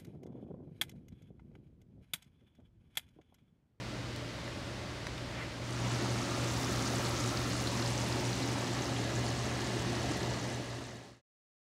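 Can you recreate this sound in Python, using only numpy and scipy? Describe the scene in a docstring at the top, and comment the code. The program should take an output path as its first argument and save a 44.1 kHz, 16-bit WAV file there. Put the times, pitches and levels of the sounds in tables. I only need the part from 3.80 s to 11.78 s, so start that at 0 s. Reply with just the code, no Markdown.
"""A fan hums in a home kitchen while a rice cooker steams quietly, with light ticks, then a knock and a
swish as its lid is moved. Near 2 s the scene slides over to an open pot of chicken stew: steam burbles
through thick sauce, and water flashing off in the fat fizzes and spits. Nearby walls and the air in the
pot colour the sound as the microphone leans in, then draws back. From about 6.4 s everything fades out."""
import sys
import numpy as np
from scipy import signal
from scipy.fft import rfft, irfft, next_fast_len
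from scipy.io import wavfile
from scipy.ndimage import map_coordinates

SR = 44100
rng = np.random.default_rng(int(sys.argv[2]) if len(sys.argv) > 2 else 0)


def master_out(mix):
    """Clip the mix to full scale and print it as 16-bit PCM to the path in sys.argv[1]."""
    frames = np.transpose(np.atleast_2d(mix))
    ceiling = np.clip(frames, -1, 1)
    pcm = np.round(ceiling * 32767).astype(np.int16)
    wavfile.write(sys.argv[1], SR, pcm)


N = 352121

SLIDE_S, DRAW_BACK_S, FADE_S = (1.72, 2.084), (4.8, 5.3), (6.43, 7.416)  # each (start [s], end [s])
# fan and mains lines: (frequency [Hz], level by the cooker [dB], level by the stove [dB], waver [dB])
HUM_LINES = [(58.9, -57.5, -65, 3.5), (75.7, -68, -53.5, 1.2), (119.85, -48, -39.5, 1.7)]
# rumble of the air moved by the fan: (frequency [Hz], relative level [dB])
FAN_SPECTRUM = [(25, -45), (36, -28), (46, -15.5), (58, -1.5), (92, -3.5), (106, -3), (126, 5.5),
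                (155, -10), (220, -9.5), (400, -50.5)]
# kitchen air and steam: (frequency [Hz], relative level [dB])
KITCHEN_SPECTRUM = [(22, -40), (36, -13), (48, -8.5), (90, -4), (114, -7), (148, -7.5), (250, -6.5),
                    (400, -10.5), (750, -16), (2070, -19), (4660, -23), (7200, -31.5), (10500, -41),
                    (12300, -48), (15700, -54)]
# resonances around the rice cooker: (frequency [Hz], width [Hz], lift [dB])
COOKER_RESONANCES = [(253, 27, -4.5), (306, 82, 3.5), (413, 47, -3.5), (586, 62.4, 7), (2020, 200, 1.5),
                     (2715, 200, -1.5)]
# light ticks at the rice cooker: (time [s], peak level [dB], centre frequency [Hz])
COOKER_TICKS = [(.3615, -34.5, 4970), (.679, -33, 1200), (1.379, -35, 3030)]
# the knock of the lid: (frequency [Hz], relative level [dB])
LID_SPECTRUM = [(150, -10), (550, 4), (2200, 2.5), (3000, -7), (5800, -6), (8000, -17), (15000, -30)]
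# worktop and wall reflections: (delay [s], gain [dB])
WALL_ECHOES = [(.0044, -21), (.0075, -22), (0.0114, -15.5), (0.0143, -20.5)]
# the microphone leans in over the pot, then draws back: (time [s], closeness [0-1])
MIC_CLOSENESS = [(2.05, 0.2), (2.55, .5), (2.85, 0.98), (4.55, .6), (5.25, .15), (6.45, 0.04)]
# burbling sauce: (frequency [Hz], relative level [dB])
BURBLE_SPECTRUM = [(90, -38), (150, -5), (190, 0), (300, -0.5), (420, -8), (650, -9), (1000, -12),
                   (2000, -14), (3000, -16), (5000, -23), (9000, -49)]
# resonances of pot and hob: (frequency [Hz], width [Hz], lift [dB])
POT_RESONANCES = [(359, 32, 4), (482, 90, -0.5), (575, 39, 6), (1497, 140, -1), (1860, 460, 1),
                  (2920, 260, 1.5), (3130, 290, -1.5)]
# larger bubbles breaking in the sauce: (time [s], relative level [dB], pitch [Hz])
SAUCE_PLOPS = [(3.699, -28, 265), (4.507, -34, 280), (6.249, -33, 242), (6.305, -29, 277),
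               (6.427, -34, 336)]
# fizzing fat: (frequency [Hz], relative level [dB])
SIZZLE_SPECTRUM = [(800, -29), (2000, -10), (3200, -4), (4300, -1.5), (6200, -1.5), (8000, -7.5),
                   (10000, -15), (12500, -23.5), (16000, -43)]
# fine spray of droplets: (frequency [Hz], relative level [dB])
SPRAY_SPECTRUM = [(5000, -35.5), (8000, 0.5), (10000, 4), (12500, -0.5), (16000, -4)]
# the loudest spits of fat: (time [s], relative level [dB], pitch [Hz])
LOUD_SPITS = [(2.8454, -27.5, 5480), (3.0579, -28.5, 5480), (3.5723, -24, 4840), (3.8721, -23.5, 3920),
              (4.0243, -26.5, 4220), (4.0607, -24.5, 4960), (4.3246, -26, 4640), (4.5296, -29, 4260)]
# the pot's air resonance as heard from the moving microphone: (time [s], frequency [Hz])
CAVITY_PITCH = [(3.75, 1280), (4.1, 895), (4.8, 862), (5.2, 730)]
# resonances heard with the whole pot in front of the microphone: (frequency [Hz], width [Hz], lift [dB])
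FAR_RESONANCES = [(416, 36, 4), (1470, 270, -2), (1687, 96, 5), (1970, 65, 4.5), (2320, 130, -2.5),
                  (3830, 60, 3), (4300, 117, 2.5)]

BURBLE_DB, SIZZLE_DB, SPRAY_DB = -38, -47.53, -72  # levels with the microphone drawn back
BURBLE_NEAR_DB, SIZZLE_NEAR_DB, SPRAY_NEAR_DB = 0.73, 4, 14  # gain close up: finer sounds gain more


def amp(db):
    """Amplitude ratio of a level in decibels."""
    return 10 ** (np.asarray(db) / 20)


def unit(x):
    """Normalisation to rms 1."""
    return x / np.sqrt(np.mean(x ** 2) + 1e-20)


def clock():
    """Uniform sampling: the time of every sample in seconds."""
    return np.arange(N) / SR


def curve(rows, t):
    """Linear interpolation of (time, value) rows at times t."""
    return np.interp(t, *np.transpose(rows))


def ramp(span):
    """A linear rise from 0 to 1 across the span."""
    return np.interp(clock(), span, [0, 1])


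def wobble(rate):
    """Random modulation: a smooth curve with rate knots a second."""
    return map_coordinates(rng.standard_normal(int(N * rate / SR) + 4), [clock() * rate])


def bell(x, centre, width):
    """A Gaussian of height 1."""
    return np.exp(-.5 * ((x - centre) / width) ** 2)


def noise():
    """White noise: equal mean power at every frequency."""
    return rng.standard_normal(N)


def filtered(x, response):
    """Linear filtering: the spectrum of x times a frequency response."""
    size = next_fast_len(N + 8192)
    return irfft(rfft(x, size) * response(np.fft.rfftfreq(size, 1 / SR)), size)[:N]


def lift_db(hz, resonances):
    """Resonance peaks and dips, added in decibels."""
    return sum(db * bell(hz, centre, width / 2) for centre, width, db in resonances)


def coloured(x, spectrum, resonances=()):
    """Source and filter: x shaped by a spectral envelope and resonances, at rms 1."""
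    points_hz, db = np.transpose(spectrum)
    envelope_db = lambda hz: np.interp(np.log(hz + 1), np.log(points_hz), db)
    return unit(filtered(x, lambda hz: amp(envelope_db(hz) + lift_db(hz, resonances))))


def fan(at_stove):
    """Periodic forcing by mains and rotor gives wavering lines; by the stove, moving air adds a rumble."""
    t, lines = clock(), 0
    for hz, cooker_db, stove_db, waver_db in HUM_LINES:
        level = amp(cooker_db) * (1 - at_stove) + amp(stove_db) * at_stove
        waver = amp(waver_db * wobble(13))
        lines += level * waver * np.sqrt(2) * np.sin(2 * np.pi * hz * t + 0.231 * wobble(6))
    return lines + at_stove * amp(-44.5) * coloured(noise(), FAN_SPECTRUM)


def tap(start, spectrum, t60=.02):
    """A damped transient: coloured noise decaying exponentially, with peak 1."""
    age = clock() - start
    burst = coloured(noise() * (age >= 0) * amp(-60 * np.abs(age) / t60), spectrum)
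    return burst / np.abs(burst).max()


def rice_cooker():
    """Broadband noise of air and steam, under transients: light ticks, then the lid's knock and swish."""
    air = amp(-42.5) * coloured(noise(), KITCHEN_SPECTRUM, COOKER_RESONANCES)
    ticks = sum(amp(db) * tap(start, [(hz / 4, -12), (hz, 0), (hz * 2, -9), (hz * 5, -34)])
                for start, db, hz in COOKER_TICKS)
    knock = amp(-25) * tap(1.2685, LID_SPECTRUM)
    swish = coloured(noise(), [(300, -22), (900, -4), (2200, -3), (3200, -9.5), (8000, -38)],
                     resonances=[(2010, 870, 5)])
    return air + ticks + knock + amp(-45) * bell(clock(), centre=1.61, width=.04) * swish


def walls(x):
    """Reflection: close surfaces return weak copies, but are too small to reflect long bass waves."""
    echoes = lambda hz: sum(amp(db) * np.exp(-2j * np.pi * hz * delay) for delay, db in WALL_ECHOES)
    return filtered(x, lambda hz: 1 + echoes(hz) * hz / np.hypot(hz, 450))


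def bursts(times, peaks, hz, cycles, rise, samples):
    """Damped oscillation: each bursting bubble rings for a few cycles while its pitch climbs."""
    age = hz[:, None] * np.arange(samples) / SR  # in cycles
    decay = age / cycles
    envelope = (1 - np.exp(-2 * age)) * np.exp(-decay)
    ring = envelope * np.sin(2 * np.pi * age * (1 + rise * np.tanh(decay)))
    ring *= (peaks / np.abs(ring).max(axis=1))[:, None]
    at = (times * SR).astype(int)[:, None] + np.arange(samples)
    return np.bincount(at.ravel(), ring.ravel(), N)[:N]


def swarm(rate, low_hz, high_hz, spread_db, cycles, rise, samples):
    """Incoherent superposition: bubbles at random moments, many weak and few strong, at rms 1."""
    when, pitch, strength = rng.random((int(rate * N / SR), 3)).T
    hz = low_hz * (high_hz / low_hz) ** pitch
    peaks = amp(-spread_db * np.log(strength * .99 + .01)) * hz / high_hz  # the tilt evens the spectrum
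    return unit(bursts(when * N / SR, peaks, hz, cycles, rise, samples))


def burble(level_db):
    """Bubble resonance: steam pushes through thick sauce with a rush, dense low bubbles and a few plops."""
    bubbles = swarm(rate=320, low_hz=220, high_hz=1288, spread_db=0.9, cycles=1.68, rise=0.12, samples=1000)
    level = amp(level_db + 0.28 * wobble(5))
    rush = coloured(noise() + amp(-15.5) * bubbles, BURBLE_SPECTRUM, POT_RESONANCES)
    times, db, hz = np.transpose(SAUCE_PLOPS)
    return level * rush + bursts(times, amp(db - 4), hz, cycles=2.7, rise=.1, samples=2500)


def sizzle(fizz_db, spray_db):
    """Flash boiling of water in fat: countless tiny bursts merge to a fizz, the larger ones crackle."""
    crackle = swarm(rate=1200, low_hz=3220, high_hz=11800, spread_db=3.5,
                    cycles=2.3, rise=0.054, samples=160)
    fizz = coloured(noise() + amp(-4 + 1.8 * wobble(24)) * crackle, SIZZLE_SPECTRUM)
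    droplets = swarm(rate=900, low_hz=7800, high_hz=15400, spread_db=6, cycles=1.8, rise=.02, samples=64)
    spray = coloured(noise() + amp(-6) * droplets, SPRAY_SPECTRUM)
    return amp(fizz_db + 0.22 * wobble(10)) * fizz + amp(spray_db + 1.7 * wobble(42)) * spray


def spits(strays_per_s=7, usual_hz=5180, scatter_octaves=.3):
    """Impulsive excitation: a bubble of fat snaps and a weaker one follows; lesser spits fall at random."""
    count = int(strays_per_s * N / SR)
    stray_times = rng.random(count) * N / SR
    strength, pitch = rng.standard_normal((count, 2)).T
    stray_db = -36 + SIZZLE_NEAR_DB * curve(MIC_CLOSENESS, stray_times) + 2 * strength
    stray_hz = usual_hz * 2 ** (scatter_octaves * pitch)
    times, db, hz = np.hstack([np.transpose(LOUD_SPITS), [stray_times, stray_db, stray_hz]])
    delay, detune = rng.random((len(times), 2)).T
    first = bursts(times + .0005, amp(db - 2), hz, cycles=3, rise=.03, samples=256)
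    second = bursts(times + .001 + .0033 * delay, amp(db - 3.5), hz * (.8 + .5 * detune),
                    cycles=2.1, rise=.03, samples=256)
    return first + second


def pot_cavity(x):
    """Cavity resonance: the pot's air lifts one band; as the microphone retreats it sinks, others enter."""
    hz, t, spectra = signal.stft(x, SR, nperseg=2048)
    centre_hz = curve(CAVITY_PITCH, t)
    away = np.interp(t, DRAW_BACK_S, [0, 1])
    near_db = 4 * (1 - .45 * away) * bell(hz[:, None], centre_hz, width=.09 * centre_hz)
    far_db = away * lift_db(hz[:, None], FAR_RESONANCES)
    return signal.istft(spectra * amp(near_db + far_db), SR, nperseg=2048)[1][:N]


def stew():
    """Superposition of sauce, fat and spits in the open pot, brighter the closer the microphone comes."""
    close = curve(MIC_CLOSENESS, clock())
    sauce = burble(BURBLE_DB + BURBLE_NEAR_DB * close)
    fat = sizzle(SIZZLE_DB + SIZZLE_NEAR_DB * close, SPRAY_DB + SPRAY_NEAR_DB * close)
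    return pot_cavity(sauce + fat + spits())


def scene():
    """A crossfade from the rice cooker to the stew; the fan runs throughout."""
    at_stove = ramp(SLIDE_S)
    cooking = np.sqrt(1 - at_stove) * rice_cooker() + at_stove * stew()
    return (walls(cooking) + fan(at_stove))[None]


def record(dry):
    """A linear closing fade and an ideal low-pass filter."""
    return filtered(dry[0] * (1 - ramp(FADE_S)), lambda hz: hz < 15720)[None]


dry = scene()
out = record(dry)
master_out(out)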